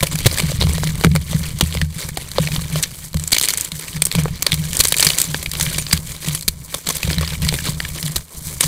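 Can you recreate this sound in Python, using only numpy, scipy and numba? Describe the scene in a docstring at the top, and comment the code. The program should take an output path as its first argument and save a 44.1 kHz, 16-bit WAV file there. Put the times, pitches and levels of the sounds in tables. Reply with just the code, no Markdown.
"""Dry chalk blocks crack in two hands: each fracture is a burst of jagged noise, part of it ringing, plus faint grit.
Loose fragments knock and squeak; random crumbs crackle over filtered-noise dust that follows the grip.
Lumps boom on a hollow tray (damped modes, saturated), debris patters on it, and splitting blocks push gusts
of air at the phone close above, which clips the loudest sounds and cuts the top."""
import sys
import numpy as np
from scipy import signal
from scipy.fft import rfft, irfft
from scipy.io import wavfile
from scipy.ndimage import uniform_filter1d
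from numba import njit

SR = 44100
rng = np.random.default_rng(int(sys.argv[2]) if len(sys.argv) > 2 else 0)


def unload_wav(signal):
    """Save mono or channel-first audio to the path in sys.argv[1] as 16-bit WAV at rate SR, clipped to [-1, 1]."""
    wavfile.write(
        sys.argv[1],
        SR,
        np.round(np.clip(np.atleast_2d(signal).T, -1, 1) * 32767).astype(np.int16),
    )


N = 382347

# single fractures: (time [s], mid-band level [dB], dull knock re mid [dB], bright share re mid [dB],
# fragment ring [Hz], splintering time [ms])
CRACKS = [(0.0062, -19, -18, -4, 2300, 2.1), (0.0266, -16, -1, 0, 586, 9.6),
          (0.068, -19.5, -26, -1.5, 2300, 3.1), (0.112, -29, -3, 2, 7500, 22.5),
          (0.1535, -22.5, -8, 3.5, 2190.0, 3.2), (0.188, -20, -9, 2, 4180.0, 1.8),
          (0.258, -14, -8, -2, 500, 6.7), (0.2647, -11.5, -3, -2, 510, 6.4), (0.327, -35, 10, 14, 547, 1.9),
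          (0.3833, -15.5, -11, 0, 8850, 2.7), (0.396, -16, -7, -2.5, 2320, 6.4),
          (0.611, -11.5, -10, -30, 3820, 3), (0.733, -39.5, 10, 20, 8800, 2.6),
          (0.8344, -20, 3, -14, 1700, 1.9), (1.0099, -22.5, -2.5, -2.0, 4150, 2.4),
          (1.037, -16.5, 1, -6, 2424, 3.7), (1.046, -6.5, 3, -6, 2320, 1.8),
          (1.1512, -24, 4.5, 6, 510, 2.3), (1.16, -15, -3, -5, 2200, 3), (1.6095, -6, -5.5, -3, 3250, 2.6),
          (1.741, -24.5, -4, 1, 3200, 1.7), (1.8147, -11, -14.5, -9.5, 1800, 1.35),
          (2.088, -27.5, -3, 4.5, 2200, 2.9), (2.1718, -19.5, -1.5, -1.5, 786, 3.6),
          (2.316, -18.5, -21, -3, 4230, 0.49), (2.3832, -12, 6, -22, 540, 1.9),
          (2.56, -19, -6.5, -14, 3570, 4.4), (2.826, -24.5, -30, 11, 8350, 4.5),
          (2.8323, -14.5, -41, -5, 5840, 6.7), (3.131, -28, -12, -2, 4500, 0.82),
          (3.1427, -25.5, 0, 1.5, 525, 2.2), (3.169, -25, -10, 0, 4060, 2.6),
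          (3.1966, -30, -11, 8, 7870.0, 2.4), (3.2377, -27, -6, 9, 7670.0, 1.5),
          (3.276, -27.5, -20.0, 14, 7900, 2.1), (3.318, -18, -14, 5.5, 8000, 6.8),
          (3.3278, -6, -24, -4.5, 4220, 4.4), (3.343, -18, -15, 0, 7260, 9),
          (3.365, -12, -11, -7, 2150, 3.3), (3.382, -13.5, -32, 4, 6080, 3.5),
          (3.397, -19, -27, 4, 6400, 2), (3.4121, -11.5, -11.5, 0, 4300, 2),
          (3.427, -20, -31, 8, 7500, 1.4), (3.434, -17.5, -15, 3, 8320.0, 7.8),
          (3.446, -21, -18, 0, 4240, 5.7), (3.456, -17, -24, 6, 8600, 0.58),
          (3.4858, -9, -26, 2, 4650, 1.4), (3.493, -19, -17, -1, 2300, 2.7),
          (3.504, -15, -29, 0, 4400, 2.1), (3.5372, -20, -7, 8, 7910.0, 1.3),
          (3.574, -22.5, -23, 12, 8180.0, 1.4), (3.581, -25, -14, 6, 8200, 2),
          (3.61, -34.5, -17, 26, 7100, 0.98), (3.647, -29, -29, 10.5, 8000, 3.1),
          (3.7176, -21, -14, -4, 4240, 3.1), (3.7938, -31.5, -4, 8, 8630.0, 3.6),
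          (4.0197, -9, -13, 4.5, 8200, 2.6), (4.052, -25.5, -9, 16, 8650, 4.3),
          (4.066, -26.5, -4.5, 8, 8600.0, 4.1), (4.1149, -13.5, -18, -7, 4300, 1.6),
          (4.125, -21, -11.0, 2, 8040.0, 1.2), (4.151, -14.5, -2, 0.5, 2480, 1.7),
          (4.183, -24, -2, -6, 2210.0, 9.4), (4.235, -33, -4, 14, 520.0, 1),
          (4.2565, -29, 16, -10, 455, 1.5), (4.423, -15.5, -13, 2.5, 5800, 5),
          (4.465, -5, -13, -6, 4400, 2.8), (4.5188, -10, -27, -8, 3600, 3.5),
          (4.529, -13, -14, -9.0, 3500, 1.6), (4.5414, -17, -14, 4, 4300, 1.7),
          (4.731, -18.5, -14, 3, 7000, 1.3), (4.7688, -22, -3.5, 13.5, 8100, 1.4),
          (4.7914, -21, -18, 7, 4270, 5.8), (4.801, -6.5, -17, 1.5, 4200, 7.5),
          (4.837, -18, -16, 6, 4230.0, 2.6), (4.848, -15, -10, 4.5, 6300, 7.3),
          (4.8719, -24, -22, 12, 8260.0, 1.5), (4.8826, -25.5, -21, 12.5, 10100, 5.3),
          (4.9224, -8.5, -11, 1, 4800, 2.6), (4.941, -14.5, -27, -7, 2450, 3.6),
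          (4.9663, -21.5, -8, 7, 3740.0, 3), (4.973, -16, -25, -2, 4170.0, 1.7),
          (4.9836, -20, -21, 10, 8000.0, 1.9), (4.9964, -10.5, -14, 0, 3000, 2.5),
          (5.005, -22, -25, 16, 8040, 2.5), (5.026, -5, -14.5, -4, 4830.0, 3.1),
          (5.047, -18, -13, 11.5, 7800, 2.5), (5.067, -5, -19, -3.5, 4670, 4),
          (5.087, -13, -23, -3, 4200, 2.6), (5.101, -11, -15, -6, 2860, 3.4),
          (5.1324, -20, -31, -9, 4620, 3.7), (5.1852, -12, -12, 7.5, 7400, 1.2),
          (5.201, -17.5, -26, 7.5, 8400, 2.3), (5.2162, -11, -20, 8.5, 7200, 1.4),
          (5.3442, -10.5, -4.5, -26, 1700, 1.16), (5.46, -15, -16, -14, 2400, 2.3),
          (5.515, -19.5, -25, -0.5, 4930, 2.6), (5.5342, -23.5, -8, 1, 3260, 4),
          (5.598, -27.5, 5, 13, 6130.0, 2.5), (5.6093, -14, -23, 2, 6450, 3.6),
          (5.6277, -33, -20, 20, 5850.0, 2.7), (5.781, -24, -7, 3, 8950, 5.5),
          (5.927, -6, -17, -1.5, 4800, 5.4), (5.974, -18, -21, -5, 4700, 1.6),
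          (6.285, -17, -18, 0, 3030.0, 1.9), (6.348, -25, -10, 8, 10600, 6.2),
          (6.4103, -23.5, -22, 2, 4330, 0.89), (6.424, -30, -16, 2, 4270, 6.3),
          (6.4789, -11.5, -17, 2, 4200, 6.2), (6.7413, -20, -3, 1, 3500, 5.6),
          (6.866, -19.5, -9, -2, 7600, 7), (6.888, -20, -4, 4.5, 3400.0, 4.3),
          (6.9, -22, -1, 3.5, 6240, 7.8), (6.953, -28, -6, 8, 7980.0, 3.3),
          (6.9668, -24, -12, 7, 3620.0, 2.4), (7.03, -13.5, -15, -6, 2520, 2.7),
          (7.1012, -16.5, -12, -18, 1650, 1.2), (7.109, -23, 0, -2, 8270.0, 4),
          (7.183, -12, -16, -10, 4160.0, 1.4), (7.21, -23.5, 6, 4, 485, 1.3),
          (7.226, -27.5, 1, -22, 1100, 9), (7.419, -26, -18, 1.5, 3520, 3.5),
          (7.448, -23, -17, 2, 4890.0, 2.6), (7.4875, -9, -29.0, -7, 4300, 2.5),
          (7.54, -17.5, -2, 0, 3570, 1.8), (7.6657, -23, -5, -13, 4170, 11),
          (8.028, -17, -20, -2, 4900, 1.2), (8.159, -16.5, -10.5, 1.5, 4000, 6.2),
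          (8.6077, -7.5, -16, 5, 8400, 2.3), (8.628, -21, -5, 2, 6300, 12.6)]
# loose fragments knocking together: (time [s], level [dB], ring [Hz])
KNOCKS = [(.249, -17, 2200), (.313, -17, 4740), (.422, -16, 484), (.498, -19, 538), (.517, -13, 564),
          (.621, -8, 510), (.6255, -13, 3770), (.637, -14, 568), (.669, -16, 487), (.694, -17, 441),
          (.781, -16, 550), (.89, -23, 1700), (.954, -21, 8690), (1.067, -22, 1700), (1.115, -25, 2300),
          (1.33, -15, 585), (1.725, -20, 3140), (1.75, -13, 450), (1.771, -18, 2200), (2.359, -23, 1000),
          (2.472, -14, 2300), (2.485, -19, 590), (2.518, -20, 2400), (2.592, -21, 1160), (2.757, -11, 587),
          (3.306, -22, 8000), (3.476, -18, 2300), (4.281, -21, 1400), (5.428, -15, 11000),
          (5.552, -18, 5980), (5.664, -15, 2320), (5.746, -18, 2280), (5.866, -18, 4610),
          (5.912, -15, 4570), (7.076, -15, 520), (7.13, -15, 4300), (7.247, -20, 4210), (7.276, -17, 5050),
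          (7.305, -21, 3710), (7.352, -23, 2221), (7.467, -20, 1000), (7.525, -13, 441), (7.587, -17, 1750),
          (7.685, -17, 1000), (7.802, -12, 1730), (7.85, -17, 1750)]
# thin squeaks: (time [s], level [dB], pitch [Hz])
SQUEAKS = [(5.79, -21, 9000), (5.805, -32, 6900)]
# squeezes of the crumbs: (start [s], level [dB], held [s])
SQUEEZES = [(0.0, -33, 0.057), (.2, -30.5, 0.24), (.42, -33.5, 0.12), (.62, -31.5, 0.27),
            (.95, -36.5, 0.078), (1.12, -42, 0.11), (1.3, -33.5, 0.2), (1.6, -36, 0.2),
            (2.007, -28.5, 0.0064), (2.199, -36, 0.039), (2.37, -34, 0.28), (2.741, -30, 0.085),
            (2.9, -43, 0.18), (3.2, -39.5, 0.085), (3.441, -32, 0.2), (3.78, -35.5, 0.2),
            (4.16, -30, 0.047), (4.28, -39.5, 0.099), (4.46, -33.5, 0.33), (4.81, -30, 0.068),
            (5.0, -27.5, 0.23), (5.27, -33.5, 0.15), (5.51, -38.5, 0.053), (5.6, -30, 0.18),
            (5.92, -28, 0.018), (6.09, -34, 0.026), (6.252, -30.5, 0.089), (6.5, -46.5, 0.22),
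            (6.73, -36.5, 0.052), (6.89, -33, 0.075), (7.06, -32, .28), (7.43, -31.5, 0.14),
            (7.669, -27, 0.011), (7.82, -35.5, 0.065), (7.96, -34.5, 0.14), (8.17, -37, 0.015),
            (8.34, -39, 0.032), (8.476, -33.5, 0.048), (8.62, -31, 0.057)]
# treble share in crumbs and dust: (time [s], level [dB])
TREBLE = [(0, 0), (2.8, 0.5), (3.4, 3), (4.4, -2), (5.1, 4), (5.9, 2), (6.9, 3.5), (7.2, -2.5), (7.8, 2.5),
          (8.2, 2), (8.34, 4), (8.55, 5.5), (8.62, 3)]
# gusts from splitting blocks: (time [s], level [dB], length scale [ms])
GUSTS = [(3.328, -12, 14), (4.799, -15, 27), (6.481, -13.5, 30), (8.156, -21, 45)]
# lumps landing on the tray: (time [s], level [dB], deep share [dB], build-up [ms])
DROPS = [(0.028, -16, -24, 1), (0.14, -16.5, -19, 12), (0.254, -20, 6.5, 7), (0.43, -10, -6, 13),
         (0.531, -20, -25, 14), (0.606, -16, 4, 12), (0.634, -8.5, 1, 22), (0.689, -11, -2, 17),
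         (0.793, -16.5, -22, 17), (0.845, -13.5, -13, 20), (1.046, -9, -1, 4), (1.057, -2, -5.5, 16),
         (1.105, -13.5, -12, 12), (1.133, -8, -4, 16), (1.307, -17.5, -5, 14), (1.344, -8, -19, 9.8),
         (1.408, -16, -5, 9.8), (1.627, -11.5, 1.5, 5.7), (1.754, -18.5, 3, 11), (1.819, -13.5, -1, 11),
         (2.396, -9.5, -12, 13), (2.528, -19, -30, 13), (2.707, -13, -15, 36), (3.147, -12.5, 0, 9.5),
         (3.721, -24.5, -2.5, 13), (3.941, -17.5, -11, 23), (4.151, -13.5, -12, 11), (4.174, -6, -14, 18),
         (4.521, -14.5, -6, 18), (4.586, -15, -9, 23), (4.791, -38, 14, 7.9), (5.066, -21, -2, 2.4),
         (5.271, -18, -29, 24), (5.615, -22, -4, 9.1), (5.933, -14.5, -0.5, 4.6), (6.27, -13.5, -13, 18),
         (6.482, -29.5, 3, 6.3), (6.876, -22, -8, 11), (7.034, -16, -1, 22), (7.076, -13, -4, 13),
         (7.171, -11.5, 0, 15), (7.419, -16.5, 0, 12), (7.452, -14, -5, 14), (7.684, -16.5, -27, 12),
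         (8.032, -15.5, -26, 22), (8.161, -30, 7.5, 8.2), (8.633, -17.5, -10, 24)]
# debris pattering on the tray: (time [s], level [dB])
PATTER = [(0.0, -32.5), (0.58, -29), (2.32, -35), (2.63, -33), (2.85, -40), (3.84, -45), (4.18, -31),
          (5.14, -39), (5.67, -32), (6.69, -44.5), (7.53, -29.5), (8.38, -41.5), (8.67, -32)]
# upper tray modes: (frequency [Hz], level [dB], t60 [s])
TRAY_UPPER = [(152.26, 0, 0.18), (135.5, -7, 0.14), (164.5, -12.5, 0.41), (122.6, -9, 0.11),
              (263.4, -23, 0.049)]
# deep tray modes: (frequency [Hz], level [dB], t60 [s])
TRAY_DEEP = [(77.6, -4.5, 0.32), (97.7, 0, 0.05)]
# spectrum of chalk, hands and microphone: (frequency [Hz], density [dB per Hz])
COLOUR = [(150, -28), (250, 3), (330, -0.5), (553, -0.5), (768, -9), (1030, -2.5), (1410, -9), (2240, -3),
          (2660, -8.5), (3010, -3), (4240, -4), (5500, -12), (8180, -5.5), (14700, -12.5), (15500, -12.5)]
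# chalk resonances, three narrow and one broad: (centre [Hz], width [Hz], gain [dB])
CHALK_RINGS = [(520, 53, 0), (2320, 120, 4.5), (4620, 2000, 4), (5980, 140, 5)]

MID_LO_HZ, MID_HI_HZ = 1500, 6000  # band edges dull / mid / bright
CRUMBS_PER_S, CRUMB_SCATTER_DB = 380, 2.0
DUST_GRAIN_DB = 4.2  # before slewing
CLOSE_DB_PER_S, SAG_DB_PER_S, OPEN_DB_PER_S, REST_DB = 171, 6, 187, -53  # closing, held, letting go, slack
THIN_DB_PER_DB = 0.19  # a slack grip sounds thinner
SLAM_S, SLAM_DRIVE_DB, SLAM_HZ, SLAM_T60_S = 0.2585, 4.5, 120, 0.058  # drive into the tray's saturation
TOP_HZ = 15400


def undb(db):
    """dB to gain."""
    return 10 ** (np.asarray(db, float) / 20)


def curve(table):
    """Two-column table interpolated to every sample."""
    s, value = np.transpose(table)
    return np.interp(np.arange(N) / SR, s, value)


def unit(x):
    """Scale to rms 1."""
    return x / np.sqrt(np.mean(x ** 2))


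def wander(hold):
    """Random levels, each held for hold samples and slewed."""
    steps = np.repeat(rng.standard_normal(N // hold + 1), hold)[:N]
    return uniform_filter1d(steps, hold // 2)


def band(x, lo_hz, hi_hz):
    """Steep band-pass."""
    return signal.sosfilt(signal.butter(3, [lo_hz, hi_hz], "band", fs=SR, output="sos"), x)


def colour(x, points, size=1024):
    """Minimum-phase filter: spectrum plus chalk resonances, via the folded cepstrum of the log gain."""
    hz, db = np.transpose(points)
    f_hz = np.arange(size // 2 + 1) * SR / size + 1
    gain_db = np.interp(np.log(f_hz), np.log(hz), db)
    for centre_hz, width_hz, ring_db in CHALK_RINGS:
        gain_db = gain_db + ring_db / (1 + (2 * (f_hz - centre_hz) / width_hz) ** 2)
    cepstrum = irfft(gain_db * np.log(10) / 20)
    cepstrum[1:size // 2] *= 2
    cepstrum[size // 2 + 1:] = 0
    return signal.fftconvolve(x, irfft(np.exp(rfft(cepstrum))))[:N]


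def ring(x, modes):
    """Damped modes struck by x."""
    t = np.arange(SR // 2) / SR
    body = sum(undb(db) * np.sin(2 * np.pi * hz * t) * 1000. ** (-t / t60_s) for hz, db, t60_s in modes)
    return signal.fftconvolve(x, body)[:N]


@njit
def bursts(start, rise, hold, fall, size, hz, width, share, noise):
    """Noise bursts that swell, hold and die away (samples); a share of the energy passes a one-pole resonator."""
    out = np.zeros(len(noise))
    for e in range(len(start)):
        end = min(len(noise), start[e] + int(hold[e] + 7 * fall[e]) + 1)
        t = np.arange(end - start[e])
        swell = np.minimum(1., (t + 1) / (rise * hold[e] + 1))
        shape = swell * np.exp(-np.maximum(t - hold[e], 0.) / fall[e])
        plain = shape * noise[start[e]:end]
        rung = np.zeros(len(t))
        pole = np.exp((2j * np.pi - np.pi * width) * hz[e] / SR)  # width relative to pitch
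        z = 0j
        for i in t:
            z = z * pole + plain[i]
            rung[i] = z.real
        plain_gain = np.sqrt((1 - share[e]) / np.sum(plain ** 2))
        rung_gain = np.sqrt(share[e] / np.sum(rung ** 2))
        mix = plain_gain * plain + rung_gain * rung
        out[start[e]:end] += size[e] * mix * np.sqrt(np.sum(shape ** 2) / np.sum(mix ** 2))
    return out


def splinter(s, db, dull_db, bright_db, hz, hold_ms, fall_ms, rise, share, width, jag_db, off_ring_db=0):
    """Fractures: jagged noise bursts in three bands; the band holding the fragment's pitch also rings."""
    jags_db = jag_db * np.repeat(rng.standard_normal(N // 24 + 1), 24)[:N]
    noise = colour(rng.standard_normal(N) * undb(jags_db), COLOUR)
    start = (s * SR).astype(np.int64)
    hold, fall = hold_ms * SR / 1000, fall_ms * SR / 1000
    bands = [(250, MID_LO_HZ, dull_db), (MID_LO_HZ, MID_HI_HZ, 0), (MID_HI_HZ, 17000, bright_db)]
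    out = 0
    for lo_hz, hi_hz, share_db in bands:
        inside = (lo_hz < hz) & (hz <= hi_hz)
        size = undb(db + share_db - off_ring_db * ~inside)
        out = out + bursts(start, rise, hold, fall, size, hz, width, share * inside, band(noise, lo_hz, hi_hz))
    return band(out, 120, 21800)


def gusts():
    """Air pushed at the microphone: a quick suck, then a slower swing back."""
    out = np.zeros(N)
    for s, db, ms in GUSTS:
        t = np.maximum(np.arange(N) / SR - s, 0) * 1000 / ms  # in gust lengths
        out -= undb(db) * np.sin(2 * np.pi * t ** 0.39) * np.exp(-2.2 * t)
    return out


def patter():
    """Debris on the tray: sparse random soft pushes excite its modes."""
    push = np.hanning(int(0.0038 * SR))
    hits = undb(curve(PATTER)) * rng.standard_normal(N) * (rng.random(N) < 150 / SR)  # 150 per s
    hits = np.convolve(hits, push / push.sum())[:N]
    return undb(-0.5) * ring(hits, TRAY_UPPER) + undb(-3.0) * ring(hits, TRAY_DEEP)


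def thud(modes, rise_ms, phase):
    """One landing: modes build up as the lump crumbles, then settling powder chokes them; pitch varies a little."""
    t, rise_s = np.arange(SR // 2) / SR, rise_ms / 1000
    swell = np.sin(np.pi / 2 * np.minimum(t / rise_s, 1)) ** 2
    after_s = np.maximum(t - rise_s, 0)
    pitch = 1 + 0.086 * (phase[-1] - np.mean(phase))
    out = 0
    for (hz, db, t60_s), p in zip(modes, phase):
        decay = 1000. ** -((after_s / t60_s) ** 1.14)
        out = out + undb(db) * np.sin(2 * np.pi * hz * pitch * t + p) * decay
    return swell * out


def drops():
    """Soft lumps landing: upper and deep tray modes, random phases."""
    out = np.zeros(N + SR)
    phases = rng.random((len(DROPS), 2, len(TRAY_UPPER)))
    for (s, db, deep_db, rise_ms), phase in zip(DROPS, phases):
        boom = thud(TRAY_UPPER, rise_ms, 0.36 * phase[0]) + undb(deep_db) * thud(TRAY_DEEP, rise_ms, phase[1])
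        out[int(s * SR):int(s * SR) + len(boom)] += undb(db) * boom
    return out[:N]


def slam():
    """One heavy piece hits the tray: a single mode, damped at once."""
    out = np.zeros(N)
    t = np.arange(SR // 4) / SR
    tone = np.sin(2 * np.pi * SLAM_HZ * t) * 1000. ** (-t / SLAM_T60_S)
    out[int(SLAM_S * SR):][:len(t)] = undb(SLAM_DRIVE_DB) * tone
    return out


def tray():
    """All tray sounds, saturated: the loudest booms flatten and buzz."""
    return np.tanh(1.7 * (patter() + drops() + slam())) / 1.4


def grip():
    """Crumbling level [dB]: each squeeze closes fast, sags while held, lets go; powers add."""
    t = np.arange(0, N + 64, 64) / SR
    power = undb(REST_DB) ** 2
    for s, db, held_s in SQUEEZES:
        after_s = np.maximum(t - s, 0)
        down_db = CLOSE_DB_PER_S * np.maximum(s - t, 0) + SAG_DB_PER_S * after_s
        down_db = down_db + OPEN_DB_PER_S * np.maximum(after_s - held_s, 0)
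        power = power + undb(db - down_db) ** 2
    return np.interp(np.arange(N) / SR, t, 10 * np.log10(power))


def dust(grip_db, dull_db, bright_db):
    """Dust: grainy noise in three bands, each wandering in level, following the grip."""
    noise = colour(rng.standard_normal(N) * undb(DUST_GRAIN_DB * wander(hold=40)), COLOUR)
    mid = undb(2.1 * wander(hold=700)) * unit(band(noise, MID_LO_HZ, MID_HI_HZ))
    bright = undb(bright_db + 2.5 + 3.6 * wander(hold=700)) * unit(band(noise, MID_HI_HZ, 21700))
    dull = undb(dull_db + 8.5 + 2.45 * wander(hold=700)) * unit(band(noise, 137, MID_LO_HZ))
    return undb(grip_db - 4.5) * (mid + bright + dull)


def crumbs(grip_db, dull_db, bright_db):
    """Small fractures at random times, varied in size and colour, with a wandering level."""
    count = int(CRUMBS_PER_S * N / SR)
    when, size, dull, bright, length, pitch = rng.random((count, 6)).T
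    s = when * (N - 99) / SR
    at = (s * SR).astype(int)
    # bright moments are mostly sliding powder, with weak crumbs
    level_db = grip_db - 2.9 * np.maximum(bright_db - 2.0, 0) + 3 * wander(hold=900)
    db = level_db[at] - 3.5 - CRUMB_SCATTER_DB * np.log(1 - 0.9 * size)
    return splinter(s, db, dull_db[at] + 22 * (dull - .5), bright_db[at] - 3.5 + 22 * (bright - .5),
                    1300 * 7.47 ** pitch, 4.5 * length ** 2, 0.6 + 2.4 * length,
                    rise=0.65, share=0.96, width=0.089, jag_db=6.5, off_ring_db=3.0)


def crumbling():
    """Crumbs and dust under one grip, which also sets their colour."""
    grip_db = grip()
    bright_db = curve(TREBLE) - THIN_DB_PER_DB * (grip_db - np.mean(grip_db))
    dull_db = -10.0 - 0.17 * (grip_db + 53.0)  # a hard grip grinds finer
    return crumbs(grip_db, dull_db, bright_db) + dust(grip_db, dull_db, bright_db)


def squeaks():
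    """Thin squeaks: sines held briefly, then cut off smoothly."""
    out = np.zeros(N)
    t = np.arange(SR // 20) / SR
    for s, db, hz in SQUEAKS:
        out[int(s * SR):][:len(t)] += undb(db) * np.sin(2 * np.pi * hz * t) * np.exp(-(t / 0.018) ** 3)
    return out


def knocks():
    """Loose fragments knocking: short noise bursts ringing at each one's pitch."""
    s, db, hz = np.transpose(KNOCKS)
    same = np.ones(len(s))
    return splinter(s, db, -6.5, -5.0, hz, 1.33 * same, 1.86 * same,
                    rise=0.31, share=0.6, width=0.2, jag_db=2.5, off_ring_db=8.0)


def cracks():
    """Single fractures, each a snap with a faint tail of falling grit."""
    s, db, dull_db, bright_db, hz, ms = np.transpose(CRACKS)
    snap = splinter(s, db, dull_db, bright_db, hz, ms, 0.46 + 0.32 * ms,
                    rise=0.12, share=0.51, width=0.14, jag_db=4.5)
    grit = splinter(s, db - 13.5, dull_db + 0.5, bright_db, hz, ms, np.full_like(ms, 7.5),
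                    rise=0.77, share=0.3, width=0.21, jag_db=5.5)
    return snap + grit


def scene():
    """All sources, one microphone."""
    return (gusts() + tray() + crumbling() + squeaks() + knocks() + cracks())[None]


def record(dry):
    """Phone: hard-limits the loudest peaks, then low-passes steeply."""
    limited = np.clip(dry, -.97, .97)
    return signal.sosfilt(signal.ellip(8, .2, 85, TOP_HZ, fs=SR, output="sos"), limited)


dry = scene()
out = record(dry)
unload_wav(out)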